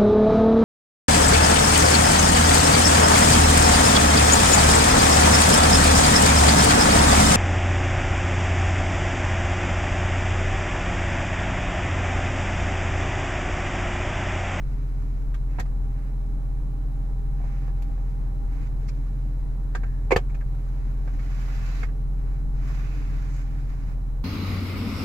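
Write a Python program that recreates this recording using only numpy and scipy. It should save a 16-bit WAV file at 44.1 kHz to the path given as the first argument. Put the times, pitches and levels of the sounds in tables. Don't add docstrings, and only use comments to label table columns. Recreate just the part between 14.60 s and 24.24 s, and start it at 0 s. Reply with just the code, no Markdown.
import sys
import numpy as np
from scipy import signal
from scipy.fft import rfft, irfft, next_fast_len
from scipy.io import wavfile

SR = 44100
rng = np.random.default_rng(int(sys.argv[2]) if len(sys.argv) > 2 else 0)


def generate_wav(sig):
    pcm = np.round(np.clip(np.atleast_2d(sig).T, -1, 1) * 32767).astype(np.int16)
    wavfile.write(sys.argv[1], SR, pcm)


N = 425124


def from_db(db):
    return 10 ** (np.asarray(db) / 20)


def unit_rms(x):
    return x / np.sqrt(np.mean(x ** 2) + 1e-20)


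def in_time(rows):
    times_s, *columns = np.transpose(rows)
    return [np.interp(np.arange(N) / SR, times_s, column) for column in columns]


def at_hz(points, hz):
    points_hz, values = np.transpose(points)
    return np.interp(np.log(hz + 1e-9), np.log(points_hz), values)


def panned(db):
    return from_db(np.array([[.5], [-.5]]) * db)


def drift(rate_hz):
    hz = np.fft.rfftfreq(N // 40, 40 / SR)
    slow = irfft(rfft(rng.standard_normal(N // 40)) / (1 + (hz / rate_hz) ** 2))
    return np.interp(np.linspace(0, len(slow) - 1, N), np.arange(len(slow)), unit_rms(slow))


def resonate(x, hz, width_hz):
    radius = np.exp(-np.pi * width_hz / SR)
    feedback = [1, -2 * radius * np.cos(2 * np.pi * hz / SR), radius ** 2]
    return signal.lfilter(np.array([1, 0, -1]) * (1 - radius ** 2) / 2, feedback, x)


def narrow_noise(hz, width_hz, size):
    white = rng.standard_normal((2, size))
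    return unit_rms(resonate(resonate(white, hz, width_hz), hz, width_hz))


def cabin_noise(spectrum, size=N):
    # frequency_hz, correlation (clipped to 1)
    coherence = [(60, 0.66), (130, 1.3), (290, 0.26), (640, -0.18), (12000, 0.11)]
    # frequency_hz, difference_db
    balance = [(60, 5.5), (110, 0), (250, -2), (700, -3.5), (2400, 0), (4400, 0), (10000, 1)]
    padded = next_fast_len(size, real=True)
    hz = np.fft.rfftfreq(padded, 1 / SR)
    mid, side = rfft(rng.standard_normal((2, padded)))
    alike = np.clip(at_hz(coherence, hz), -1, 1)
    ears = np.sqrt(1 + alike) * mid + np.sqrt(1 - alike) * side * [[1], [-1]]
    low_cut = 1 / (1 + (spectrum[0][0] / (hz + 1) / 1.3) ** 6)
    high_cut = 1 / (1 + (hz / spectrum[-1][0] / 1.3) ** 6)
    colour = low_cut * high_cut * from_db(at_hz(spectrum, hz))
    return unit_rms(irfft(ears * colour * panned(at_hz(balance, hz)), padded)[:, :size])


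def add(out, start_s, sound):
    start = round(start_s * SR)
    out[:, start:start + sound.shape[-1]] += sound[..., :N - start]


def engine(upper_pan_db=-3.0, left_lead_s=0.00063):
    # time_s, firing_hz, level_db
    idle = [(0, 42.11, -25), (0.8, 41.74, -25), (2.3, 41.92, -25.5), (2.7, 42.2, -24.8),
            (4.9, 41.89, -25.5), (5.35, 42.32, -24.9), (5.9, 41.86, -25.7), (6.8, 42.14, -24.5),
            (8.1, 43.08, -24.5), (8.6, 42.72, -25), (9.15, 41.5, -26.5), (9.64, 41.84, -26.5)]
    # multiple, relative_db, unsteadiness (0-1)
    partials = [(5 / 6, -34, .3), (1, 0, 0.028), (2, -23, 0.39), (3, -15.5, 0.1), (3.386, -17.5, 0.21),
                (6.66, -32.5, 0.48), (9.85, -36, 0.31)]
    firing_hz, firing_db = in_time(idle)
    cycles = np.cumsum(firing_hz) / SR + np.array([[1], [0]]) * firing_hz * left_lead_s
    phase, out = 2 * np.pi * cycles - np.pi / 2, 0
    for multiple, db, unsteady in partials:
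        amplitude = 1 + unsteady * drift(rate_hz=3.8)
        tone = amplitude * np.cos(multiple * phase + unsteady * drift(rate_hz=4.9))
        out = out + from_db(db) * panned(upper_pan_db * (multiple > 2)) * unit_rms(tone)
    return out * from_db(firing_db)


def rumble(level_db=-36.5, waver_db=0.5):
    # frequency_hz, relative_db
    spectrum = [(18, 7.5), (32, -2), (60, -1.5), (100, -7), (150, -9.5), (205, -10.5), (245, -14),
                (290, -10), (340, -22.5), (430, -21), (560, -25.5), (900, -27.5), (1500, -36.5),
                (3000, -52.5)]
    return from_db(level_db + waver_db * drift(rate_hz=4.9)) * cabin_noise(spectrum)


def whistle(hz, waver_hz):
    phase = 2 * np.pi * np.cumsum(hz + waver_hz * drift(rate_hz=21.1)) / SR
    return unit_rms(np.sin(phase + np.array([[0], [np.pi / 3]])))


def fan_whine(pitch_hz=800, gain_db=4.5, pan_db=-5.0):
    # time_s, relative_db
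    swell = [(0, -76), (0.5, -75), (0.85, -66.5), (1.7, -65), (2.05, -68), (2.9, -62.5), (4.0, -65),
             (4.7, -72.5), (6.1, -72.5), (7.0, -67.5), (9.64, -71)]
    flutter = narrow_noise(pitch_hz, width_hz=24, size=N)
    whine = unit_rms(flutter + whistle(pitch_hz, waver_hz=7))
    return from_db(in_time(swell)[0] + gain_db) * whine * panned(pan_db)


def cabin_air(hiss_db=-67.5):
    # pitch_hz, level_db
    tones = [(3870, -88), (3942, -81.5), (7770, -93), (7845, -88)]
    # frequency_hz, relative_db
    spectrum = [(1000, 1), (2400, -2), (3300, -2.7), (7000, -1.1), (9500, -1.7), (15500, -1.3)]
    whistles = sum(from_db(db) * whistle(hz, waver_hz=20) for hz, db in tones)
    return whistles + from_db(hiss_db) * cabin_noise(spectrum)


def stroke_gains(release_s=.025, resting_rasp_db=-68.5, resting_swish_db=-74):
    # start_s, end_s, swell_s, rasp_db, growth_db_per_s, swish_offset_db
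    strokes = [(0, 0.62, 0.013, -63, -2.5, -7.5), (0.844, 1.0, 0.094, -58, 0, -13),
               (1.196, 1.5, .15, -64.5, 0, -12), (2.72, 3.1, 0.16, -58, -14, -9.5),
               (3.137, 3.7, 0.045, -65.5, -9, -8), (3.857, 4.07, 0.081, -58, -12, -9),
               (4.15, 4.9, 0.073, -64, -18, -6.5), (5.799, 6.55, 0.27, -64, -2, -7),
               (6.425, 7.24, 0.38, -51.5, 4.5, -5.5), (7.499, 7.8, .12, -63.5, -5, -11),
               (7.897, 8.82, 0.21, -51.5, -6, -7), (8.804, 9.327, 0.059, -60, -1, -7)]
    t = np.arange(N) / SR
    rasp, swish = from_db(resting_rasp_db) ** 2, from_db(resting_swish_db) ** 2
    for start_s, end_s, swell_s, db, growth_db_per_s, swish_offset_db in strokes:
        attack = np.clip((t - start_s) / swell_s, 0, 1)
        hold = from_db(db + growth_db_per_s * np.clip(t - start_s - swell_s, 0, end_s - start_s))
        release = np.exp(-np.maximum(t - end_s, 0) / release_s)
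        power = (attack * hold * release) ** 2
        rasp = rasp + power
        swish = swish + power * from_db(swish_offset_db) ** 2
    return np.sqrt(rasp), np.sqrt(swish)


def through_cabin(source, spectrum, t60_s=0.086):
    t = np.arange(SR // 8) / SR
    reflections = cabin_noise(spectrum, size=len(t)) * from_db(-60 * t / t60_s)
    return unit_rms(signal.fftconvolve(source[None], reflections, axes=1)[:, :N])


def rubbing(rasp_gain_db=2.5, grain_db=3.5, grain_hz=120, moving_share=0.47, pan_db=-3.0):
    # frequency_hz, relative_db
    rasp = [(350, -3), (750, 2.5), (950, -1), (1300, 0.5), (1580, 0), (1900, 0), (2150, 0.5), (2380, -2.5),
            (2580, -4), (2900, -14.5), (4000, -40)]
    # frequency_hz, relative_db
    swish = [(2000, -33), (3000, 2), (4000, 1.5), (6000, 1), (7200, -3), (8100, -9), (9200, -15.5),
             (11500, -9.5), (15500, -13.5)]
    friction = rng.standard_normal(N) * from_db(grain_db * drift(grain_hz))
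    rasp_gain, swish_gain = stroke_gains()
    out = 0
    for spectrum, gain in (rasp, rasp_gain * from_db(rasp_gain_db)), (swish, swish_gain):
        still = np.sqrt(1 - moving_share) * through_cabin(friction, spectrum)
        moving = np.sqrt(moving_share) * cabin_noise(spectrum)
        out = out + gain * (still + moving)
    return out * panned(pan_db)


def contact(levels_db, pitch_hz, ring_q=8, ring_db=5, plain_db=-24, body_s=0.0094):
    # low_hz, high_hz, gain_db, t60_s, crack_ratio (direct over reflected)
    registers = [(310, 1184, -1.5, 0.081, 11.3), (1073, 2240, -0.5, 0.067, 5.6),
                 (3050, 7130, -0.5, 0.071, 1.4), (7760, 15000, 0, 0.057, .6)]
    # frequency_hz, width_hz, gain_db
    modes = [(388, 31, 0), (470, 18, -0.5), (521, 114, 2), (730, 97, 3), (900, 210, -6), (1177, 210, -2),
             (1578, 70, -1.5), (1775, 200, -11.5), (2184, 200, -8.5), (2460, 200, -10), (3370, 380, -20),
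             (4300, 1200, -14), (6400, 1200, -16), (7200, 530, -17.5), (11500, 3600, -15)]
    rise_s, tail_db, tail_t60_s = .0016, -32, .18
    t, out = np.arange(SR // 8) / SR, 0
    scatter = cabin_noise([(100, 0), (16000, 0)], size=len(t)) * (1 - np.exp(-t / rise_s))
    tail = from_db(tail_db - 60 * t / tail_t60_s)
    for (low_hz, high_hz, gain_db, t60_s, crack), db in zip(registers, levels_db):
        blow = scatter * (from_db(-60 * t / t60_s) + tail)
        blow[:, 0] += crack
        rung = sum(from_db(mode_db) * resonate(blow, hz, width) for hz, width, mode_db in modes)
        rung += from_db(plain_db) * blow
        rung += from_db(ring_db) * resonate(rung, pitch_hz, pitch_hz / ring_q)
        band = signal.sosfilt(signal.butter(3, [low_hz, high_hz], "band", fs=SR, output="sos"), rung)
        body_rms = np.sqrt(np.sum(band ** 2, axis=1, keepdims=True) / (body_s * SR))
        out = out + from_db(db + gain_db) * band / body_rms
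    return out


def clicks():
    # time_s, level_db, weight_db, slope_db_per_register, pitch_hz, pan_db
    contacts = [(0.7425, -44, -14, -10, 3270, -3), (0.986, -38, 5, -24, 860, -11),
                (0.994, -41, -5, -8, 1117, -6), (0.9979, -33, -1.5, -9.5, 1800, 0),
                (1.058, -54.5, 6, -13, 841, -6), (2.801, -64, 17.5, -14, 716, -10),
                (2.84, -53.5, 10.5, -15, 680, -6), (3.079, -52.5, 8, -27, 1703, -6),
                (3.221, -52, -2, -4, 2320, 0), (3.378, -61, 13, -14, 758, -6),
                (4.2852, -48, -7, -9.5, 2400, -3), (5.15, -28.5, -3.5, -16, 1556, -2.5),
                (5.234, -39, -2, -22.5, 1530, -5), (5.508, -25, 4, -18, 2330, -1),
                (5.517, -19, 5, -18, 2200, -5), (5.562, -22, 5, -11.5, 3100, -1),
                (5.698, -53, -10, -14, 2370, 0), (5.746, -46.5, -4, -13, 2380, -1),
                (5.81, -46.5, -10, -21, 1710, 1), (6.475, -45, 2.5, -18, 690, -6),
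                (6.592, -45, -7, -19, 2200, 0), (7.231, -34.5, -5.5, -22.5, 2100, -9.5),
                (7.288, -53.5, -5, -30, 1710, -15), (9.137, -55, 4, -14, 1598, -8)]
    out = np.zeros((2, N))
    for time_s, db, weight_db, slope_db, pitch_hz, pan_db in contacts:
        levels_db = (db + weight_db, db, db + slope_db, db + 2 * slope_db)
        add(out, time_s, contact(levels_db, pitch_hz) * panned(pan_db))
    return out


def struck(modes):
    t = np.arange(SR // 2) / SR
    return sum(from_db(db - 60 * t / t60_s) * np.sin(2 * np.pi * hz * t) for hz, db, t60_s in modes)


def console_boom():
    # time_s, level_db
    thumps = [(0.996, -29.5), (5.515, -37), (5.562, -21)]
    # frequency_hz, relative_db, t60_s
    modes = [(86, 5.5, 0.079), (166, 3, 0.054)]
    out = np.zeros((2, N))
    for time_s, db in thumps:
        add(out, time_s, from_db(db) * struck(modes))
    return out


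def scuffs():
    # peak_s, spread_s, centre_hz, width_hz, level_db
    grips = [(4.292, .008, 4900, 3000, -51.5), (5.27, 0.11, 1740, 200, -60), (7.05, 0.13, 2570, 400, -59),
             (7.159, 0.045, 4060, 500, -59), (8.30, 0.13, 2520, 398.7, -60),
             (8.751, 0.064, 6500, 2000, -62)]
    t, out = np.arange(SR) / SR - .5, np.zeros((2, N))
    for peak_s, spread_s, centre_hz, width_hz, db in grips:
        swell = from_db(db) * np.exp(-.5 * (t / spread_s) ** 2)
        add(out, peak_s - .5, swell * narrow_noise(centre_hz, width_hz, size=SR))
    return out


def latch():
    # start_s, pitch_hz, level_db, t60_s
    modes = [(5.520, 509, -16, 0.11), (5.524, 385.4, -13, 0.079), (5.563, 478, -18, 0.072),
             (5.561, 1760, -16, 0.036), (5.562, 2624, -21.5, 0.028), (5.565, 4600, -28, 0.034)]
    out = np.zeros((2, N))
    for start_s, *mode in modes:
        add(out, start_s, struck([mode]))
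    return out


def scene():
    car = engine() + rumble() + fan_whine() + cabin_air()
    return car + clicks() + console_boom() + latch() + rubbing() + scuffs()


def record(dry):
    cutoff_hz = 15750
    return signal.sosfilt(signal.ellip(10, .1, 80, cutoff_hz, fs=SR, output="sos"), dry)


dry = scene()
out = record(dry)
generate_wav(out)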